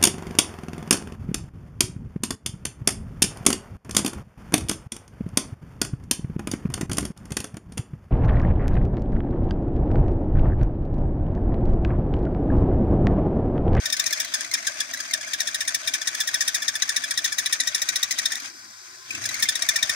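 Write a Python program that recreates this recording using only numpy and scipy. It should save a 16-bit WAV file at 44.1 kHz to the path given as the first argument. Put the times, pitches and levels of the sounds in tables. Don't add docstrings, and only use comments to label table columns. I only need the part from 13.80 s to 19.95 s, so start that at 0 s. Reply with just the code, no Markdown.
import sys
import numpy as np
from scipy import signal
from scipy.fft import rfft, irfft, next_fast_len
from scipy.io import wavfile

SR = 44100
rng = np.random.default_rng(int(sys.argv[2]) if len(sys.argv) > 2 else 0)


def store_wav(level_fs):
    pcm = np.round(np.clip(np.atleast_2d(level_fs), -1, 1) * 32767)
    wavfile.write(sys.argv[1], SR, pcm.T.astype(np.int16))


def boost(x):
    u = np.asarray(x, float) / 20
    return 10 ** u


N = 271215

# (frequency [Hz], width [Hz], level [dB])
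PLATE_MODES = [(1162, 16, 3), (1522, 13, 11.5), (2350, 250, 2.5), (3380, 910, -0.5)]


def rms_one(x):
    return x / np.sqrt(np.mean(x ** 2) + 1e-20)


def at_hz(points, hz):
    point_hz, db = np.transpose(points)
    return np.interp(np.log(hz + 1), np.log(point_hz), db)


def drift(rate):
    r = np.exp(-2 * np.pi * rate / SR)
    noise = rng.standard_normal(N + 20000)
    return rms_one(signal.lfilter([1], [1, -2 * r, r * r], noise)[20000:])


def filtered(x, order, hz, kind):
    return signal.sosfilt(signal.butter(order, hz, kind, fs=SR, output="sos"), x)


def delayed(x, lag_s):
    return np.interp(np.arange(N) - lag_s * SR, np.arange(N), x)


def modes(x, table, sway_db=0.0):
    out = 0
    sway = boost(sway_db * np.clip(drift(26.8), -3, 1.6))
    for k, (hz, width, db) in enumerate(table):
        r = np.exp(-np.pi * width / SR)
        top = (1 - r * r) / 2 * boost(db) * (-1) ** k
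        poles = [1, -2 * r * np.cos(2 * np.pi * hz / SR), r * r]
        drive = x * np.roll(sway, 9973 * k)
        out = out + signal.lfilter([top, 0, -top], poles, drive)
    return out


def coloured(x, spectrum):
    gain = boost(at_hz(spectrum, np.fft.rfftfreq(N, 1 / SR)))
    return rms_one(irfft(rfft(x) * gain, N))


def grains(spread_db):
    return rng.standard_normal(N) * boost(spread_db * np.minimum(rng.exponential(1, N), 4))


def two_sides(x, alike):
    return np.array([x, alike * x + np.sqrt(1 - alike ** 2) * np.roll(x, N // 3)])


def frame(rumble_db, hum_db):
    # (frequency [Hz], width [Hz], level [dB])
    bench_modes = [(212.2, 31.6, -3), (253, 27, 1.5), (323, 134, -3.5)]
    # (frequency [Hz], width [Hz], level [dB])
    bearing_modes = [(96, 44, 2), (122, 54, 1.5)]
    # (time [s], frequency [Hz], width [Hz], level [dB])
    tube_settles = (5.632, 220, 25, -34)

    def shaken(body):
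        noise = two_sides(rng.standard_normal(N), alike=0.85)
        return rms_one(modes(modes(noise, body, sway_db=3.5), body))

    rumble = shaken(bench_modes)
    hum = shaken(bearing_modes)
    s, hz, width, db = tube_settles
    click = (np.arange(N) == round(s * SR)) + 1e-18
    thud = modes(click, [(hz, width, db + 46.0)])
    return boost(rumble_db) * rumble + boost(hum_db) * hum + thud


def free_spin(t):
    # (frequency [Hz], width [Hz], level [dB])
    spin_moan = [(361, 57, 0.0)]
    middle_s, width_s, level_db = 5.14, 0.15, -62
    spinning = np.exp(-((t - middle_s) / width_s) ** 4)
    moan = modes(modes(rng.standard_normal(N), spin_moan), spin_moan)
    return boost(level_db) * spinning * rms_one(moan)


def drill(grind_db):
    # (frequency [Hz], level per Hz [dB])
    fan_spectrum = [(450, -19), (800, -2.5), (1530, 2), (2100, -15), (2870, -13.5), (5330, 3.5),
                    (8000, -7.5), (11000, -12.5), (16500, -22)]
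    # (frequency [Hz], level [dB])
    gear_tones = [(1044, -62), (1513, -62), (2035, -65), (4748, -64), (5055, -64), (5157, -60), (5539, -62),
                  (6056, -67)]
    whirr = boost(-46) * coloured(rng.standard_normal(N), fan_spectrum)
    free = np.clip((-42 - grind_db) / 10, .15, 1)
    turns = np.cumsum(1 + .002 * drift(5.9)) / SR
    sway = drift(25)
    port_phase = np.array([[0], [.15]])
    whine = 0
    for hz, db in gear_tones:
        level = boost(db - 0.5 + 4.0 * np.roll(sway, hz * 9))
        whine = whine + level * np.sin(2 * np.pi * (hz * turns + rng.random() + port_phase))
    return whirr, boost(1.5) * free * whine


def thumps(push, level_db):
    jolt = np.gradient(push)
    swing = delayed(filtered(jolt, 2, [45, 170], "band"), lag_s=0.013)
    knock = delayed(filtered(jolt, 2, [200, 700], "band"), lag_s=0.00365)
    return boost(level_db) * (rms_one(swing) + 2.0 * rms_one(knock))


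def grinding(level_db, seated_db):
    # (frequency [Hz], level per Hz [dB])
    rub_spectrum = [(240, -82), (400, -20.5), (1080, -5), (1810, 5), (2930, -8.5), (3650, -15), (4130, -7),
                    (6490, 0), (7350, -17.5), (9130, -8), (10200, -20), (15300, -24.5), (16500, -52)]
    # (frequency [Hz], width [Hz], level [dB])
    wall_modes = [(1850, 77, -27), (2100, 51, 2), (3930, 38, -0.5)]
    # (frequency [Hz], width [Hz], level [dB])
    bracket_modes = [(617, 84, 3.5), (720, 210, -5)]
    rub = coloured(grains(spread_db=3.5), rub_spectrum)
    low = filtered(rub, 4, 8000, "low")
    high = filtered(rub, 4, 8000, "high")
    patches = boost(3.66 * np.minimum(drift(52), 1.5))
    rub = (two_sides(low, alike=0.077) + high) * patches
    scrape = two_sides(grains(spread_db=7.0), alike=0.46)
    ringing = rms_one(modes(scrape, list(PLATE_MODES) + list(wall_modes), sway_db=4.5))
    shaking = two_sides(rng.standard_normal(N), alike=0.12)
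    buzz = rms_one(modes(modes(shaking, bracket_modes, sway_db=6.0), bracket_modes))
    return boost(level_db) * (boost(2.0) * rub + boost(-2.5) * ringing + boost(-12 + seated_db) * buzz)


def contacts():
    # (time [s], length [ms], chatter [Hz], bite [dB])
    entering = [(.0614, 10, 1850, -17.5), (.1317, 13.9, 1826, -15), (.201, 9.5, 1853, -12),
                (.267, 12, 1855, -13.5), (.3327, 12, 1717, -13.5), (.4061, 13.6, 1850, -15.5),
                (.5448, 11.3, 1785, -13), (.6106, 6.9, 1696, -19.5), (.7438, 11.1, 1858, -14.5),
                (.8735, 7.8, 1760, -13.5), (1.0075, 8.5, 1760, -13.5), (1.1399, 7.1, 1910, -19),
                (1.2053, 7.2, 1672, -20), (1.3405, 10.1, 1830, -13), (1.4148, 9.8, 1710, -27.5),
                (1.4816, 9.2, 1673, -28.5), (1.5385, 9.9, 1828, -14), (1.6093, 14.3, 1890, -15.5),
                (1.6787, 13.6, 1835, -17.5), (1.749, 8.8, 1860, -16.5), (1.8119, 11.0, 1820, -17),
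                (1.8817, 9.6, 1860, -15), (1.9496, 9.4, 1850, -13.5)]
    # (time [s], length [ms], chatter [Hz], bite [dB])
    cutting = [(2.0803, 11.2, 1845, -14.5), (2.143, 12.1, 1850, -15.5), (2.22, 10.4, 1718, -21.5),
               (2.2783, 11.7, 1850, -15.5), (2.3527, 9, 1725, -22.5), (2.4095, 13.7, 1790, -15),
               (2.4804, 12.5, 1866, -16), (2.5482, 12.7, 1860, -15), (2.6136, 13, 1850, -12.5),
               (2.6829, 11, 1850, -13), (2.7512, 14.5, 1865, -15.5), (2.8266, 12, 1736, -21.5),
               (2.8854, 9.6, 1847, -12.5), (2.9598, 12.4, 1745, -19), (3.0256, 7.8, 1880, -11.5),
               (3.0965, 10.6, 1857, -13.5), (3.1683, 11.6, 1918, -14.5), (3.2431, 11, 1738, -18.5),
               (3.3125, 8.07, 1866, -16), (3.3808, 12.3, 1885, -15.5), (3.4505, 14, 1885, -15),
               (3.5275, 12, 1714, -20.5), (3.5903, 14, 1880, -15), (3.6642, 9.7, 1963, -16),
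               (3.732, 12, 1866, -12), (3.807, 12.4, 1916, -15), (3.8787, 13, 1877, -15.5),
               (3.9515, 8.8, 1893, -13)]
    # (time [s], length [ms], chatter [Hz], bite [dB])
    through = [(4.0229, 10, 1902, -14), (4.0922, 7.9, 1908, -11.5), (4.164, 12.7, 1925, -15.5),
               (4.2338, 9.4, 1915, -12.5), (4.3145, 11.8, 2028, -15.5), (4.3905, 8.4, 1960, -13.5),
               (4.4604, 8.8, 1852, -12), (4.5242, 9.06, 1797, -19), (4.5561, 3.4, 1900, -19.5),
               (5.4586, 9, 1695, -17), (5.6312, 14, 1797, -11), (5.6931, 11, 1752, -11.5),
               (5.7589, 10.8, 1866, -17.5), (5.8263, 8.7, 1860, -13.5), (5.8936, 9.3, 1848, -12),
               (5.9634, 9.4, 1840, -12), (6.0313, 7.9, 1850, -9.5), (6.0996, 11, 1825, -14)]
    # (time [s], chatter of a full bite [dB], letting go [Hz], letting go [dB])
    kerf = [
        (0, -29.5, 1738, -29.5),
        (1.0, -31.5, 1652, -25),
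        (1.9, -28, 1711, -28.5),
        (2.6, -27.5, 1702, -25),
        (3.5, -27, 1731, -25.5),
        (3.75, -28, 1839, -29),
        (4.5, -27, 1933, -30.5),
        (5.45, -34.5, 1700, -67),
        (5.75, -24.5, 1697, -44),
        (6.1, -22, 1960, -36),
    ]
    # (time [s], chatter [Hz], chatter [dB], screech [dB])
    far_catches = [(0.1035, 1850, -31, -18.5), (.1696, 2050, -32, -20.5), (0.242, 2044, -31, -22),
                   (.3103, 2060, -28, -21), (0.377, 2180, -29.5, -26), (.4495, 2084, -30, -23),
                   (0.6483, 2012, -30.5, -27), (.7169, 2130, -27, -20.5), (.7832, 2100, -30, -34),
                   (.8511, 2100, -32, -31), (1.1766, 2015, -31, -28), (1.313, 2130, -27.5, -23),
                   (1.4436, 2160, -31.5, -34), (1.8533, 2100, -31, -36), (3.478, 2180, -36, -30.5),
                   (3.837, 1850, -30, -27), (3.982, 1737, -33, -27), (4.603, 2100, -52, -27.5),
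                   (4.661, 2450, -37, -30), (5.3099, 2540, -24, -27.5), (5.352, 2620, -27, -25.5),
                   (5.442, 1950, -38, -23), (5.4929, 1970, -27.5, -19), (5.5454, 2100, -26, -18.5),
                   (5.6013, 2140, -26, -22), (5.6581, 2090, -24.5, -32), (5.8535, 2210, -31, -33),
                   (5.921, 2140, -27, -53), (5.991, 2400, -26, -47), (6.128, 2230, -32, -44)]
    s, ms, hz, db = np.transpose(list(entering) + list(cutting) + list(through))
    at, *columns = np.transpose(kerf)
    chatter_db, go_hz, go_db = [np.interp(s, at, c) for c in columns]
    short_db = db + 15.5
    full = hz > 1750
    luck = rng.standard_normal((8, len(s)))
    turn_db, loose_db, catch_ms = 1.5, 3.5, 6.84

    first = chatter_db + 0.71 * short_db + 4.5 * ~full + turn_db * luck[0]
    second = chatter_db + 2 + 0.78 * short_db - 0.5 * ~full + turn_db * luck[1]
    biting = [s, ms, hz, first, second, db]
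    going = [s + .007 + .27 * (ms / 1000), catch_ms + 0 * s, go_hz * (1 + .012 * luck[2]),
             go_db + turn_db * luck[3], go_db - 8 + loose_db * luck[4], go_db - 2.5 + loose_db * luck[5]]
    grab = [s - .28 * (ms / 1000), 6.0 + 0 * s, hz + .7 * (1865 - hz),
            first - 9.0, second - 2.5 + turn_db * luck[6], db - 12.0 + turn_db * luck[7]]
    catches = [(t, catch_ms, f, a, b - 8.5, b) for t, f, a, b in far_catches]
    return (list(np.transpose(biting)) + list(np.transpose(going)[full])
            + list(np.transpose(grab)[full]) + catches)


def bites():
    # (frequency [Hz], width [Hz], level [dB])
    cup_modes = [(4350, 430, -9), (5234, 100, 4), (5830, 300, -3), (6620, 426, 1.5), (6816, 450, 0.5),
                 (7970, 1460, -11.5), (8695, 400, -8.5), (9284, 105, -0.5), (9950, 213, -9),
                 (11000, 430, -16.5), (11960, 390, -16.5), (13850, 6000, -17.5), (14500, 280, -29.5)]
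    tone, third, slips, push = np.zeros((4, N))
    wobble = drift(131)
    flutter = boost(2.74 * drift(530))
    rows = contacts()
    span = np.arange(-1024, 2048)
    t = span / SR
    for (s, ms, hz, first_db, second_db, screech_db), starts in zip(rows, rng.random((len(rows), 3))):
        at = np.clip(round(s * SR) + span, 0, N - 1)
        edge = np.abs(t / (ms * 0.00057))
        shape = np.exp(-np.where(t < 0, edge ** 6.1, edge))
        turns = np.cumsum(hz * (1 + 0.017 * wobble[at] - 3.007 * t)) / SR
        waves = np.sqrt(2) * np.sin(2 * np.pi * (turns * [[1], [2], [3]] + starts[:, None]))
        first = boost(first_db - 0.5) * waves[0] * np.sqrt(flutter[-at])
        second = boost(second_db - 2.5) * waves[1] * flutter[at]
        tone[at] += shape * (first + second)
        third[at] += shape * boost(screech_db - 12.0) * waves[2]
        slips[at] += shape * boost(screech_db) * (0.11 + np.maximum(waves[0], 0) ** 2)
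        push[at] += shape * boost(screech_db + 16.5)
    spray = grains(spread_db=2.5)
    screech = modes(two_sides(spray, alike=0.12) * slips, cup_modes[:6], sway_db=-1.5)
    screech = screech + modes(spray * slips, cup_modes[6:], sway_db=3.5)
    screech = screech / np.std(modes(spray, cup_modes))
    plates = modes(spray * push, PLATE_MODES, sway_db=3.0)
    return tone + third * flutter + boost(-6.0) * screech + boost(-25.5) * plates, push


def ports(x):
    # (frequency [Hz], left minus right [dB])
    port_shading = [(100, -3), (250, 0.5), (600, 2.5), (1900, -2), (3000, 2), (4400, 5.5), (5700, 8.5),
                    (6400, 4.5), (7300, 5.5), (9500, -0.5), (16000, 0)]
    # (frequency [Hz], scattered minus direct [dB])
    scatter_share = [(100, -16), (600, -4), (1900, -7), (3000, -4), (7300, -5), (9000, -17), (16000, -17)]
    size = next_fast_len(N + 8192)
    hz = np.fft.rfftfreq(size, 1 / SR)
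    t = np.arange(8192) / SR
    decay = boost(-60 * t / 0.062) * (1 - np.exp(-t / 0.00011))
    scatter = rng.standard_normal((2, 8192)) * decay
    scatter = rfft(scatter / np.sqrt(np.sum(scatter[0] ** 2)), size)
    lead, lag = 2 * np.pi * hz * .000263 - 1.0, -2 * np.pi * hz * .00053
    turn = np.where(hz > 4200, lead, lag)
    wet = boost(at_hz(scatter_share, hz))
    heard = (np.exp(1j * turn * [[0], [1]]) + wet * scatter) / np.sqrt(1 + wet ** 2)
    shade = boost(at_hz(port_shading, hz) / 2 * [[1], [-1]])
    return irfft(rfft(x, size) * heard * shade, size)[:, :N]


def scene():
    # (time [s], level [dB])
    feed = [(0, -38.5), (.15, -39.5), (.3, -39), (1.22, -40.5), (2.0, -40), (4.45, -39), (4.67, -42),
            (4.72, -53), (4.95, -54.5), (5.26, -52.5), (5.31, -40.5), (5.62, -37.5), (5.9, -38),
            (6.15, -35.5)]
    t = np.arange(N) / SR
    s, db = np.transpose(feed)
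    grind_db = np.interp(t, s, db)
    cutting_db = -39
    touch_s, press_s = s[9], s[10]

    shove = np.exp(-((t - 5.43) / 0.2) ** 2)
    shove = shove * np.clip((t - touch_s) / (press_s - touch_s), 0, 1)
    late_db = np.interp(t - 0.23 * (t < touch_s), s, db)
    settling_db = np.minimum(late_db - cutting_db, 0) * (1 - shove)
    rumble_db = -56.5 + 1.2 * settling_db + 6 * shove
    hum_db = -65 + 0.38 * (grind_db - cutting_db) + 11 * shove

    lurch = np.exp(-((t - 0.25) / 0.031) ** 2)
    loosening_db = 21.5 * np.maximum(t - 5.46, 0)
    thump_db = -75 + loosening_db + 9 * lurch
    seated_db = -6 * np.clip(np.minimum(t - 2.0, 5.85 - t) / 0.18, 0, 1)

    chatter, push = bites()
    whirr, whine = drill(grind_db)
    steel = chatter + grinding(grind_db, seated_db) + frame(rumble_db, hum_db) + thumps(push, thump_db)
    return ports(steel + whirr + free_spin(t)) + whine


def low_pass(x):
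    return signal.sosfilt(signal.butter(12, 17000, fs=SR, output="sos"), x)


def record(dry):
    rounded = 1.262 * np.tanh(dry / 1.312)
    mix = filtered(rounded, 2, 48, "high")
    mix = signal.sosfilt(signal.cheby2(10, 28, 16100, fs=SR, output="sos"), mix)
    return low_pass(mix)


dry = scene()
out = record(dry)
store_wav(out)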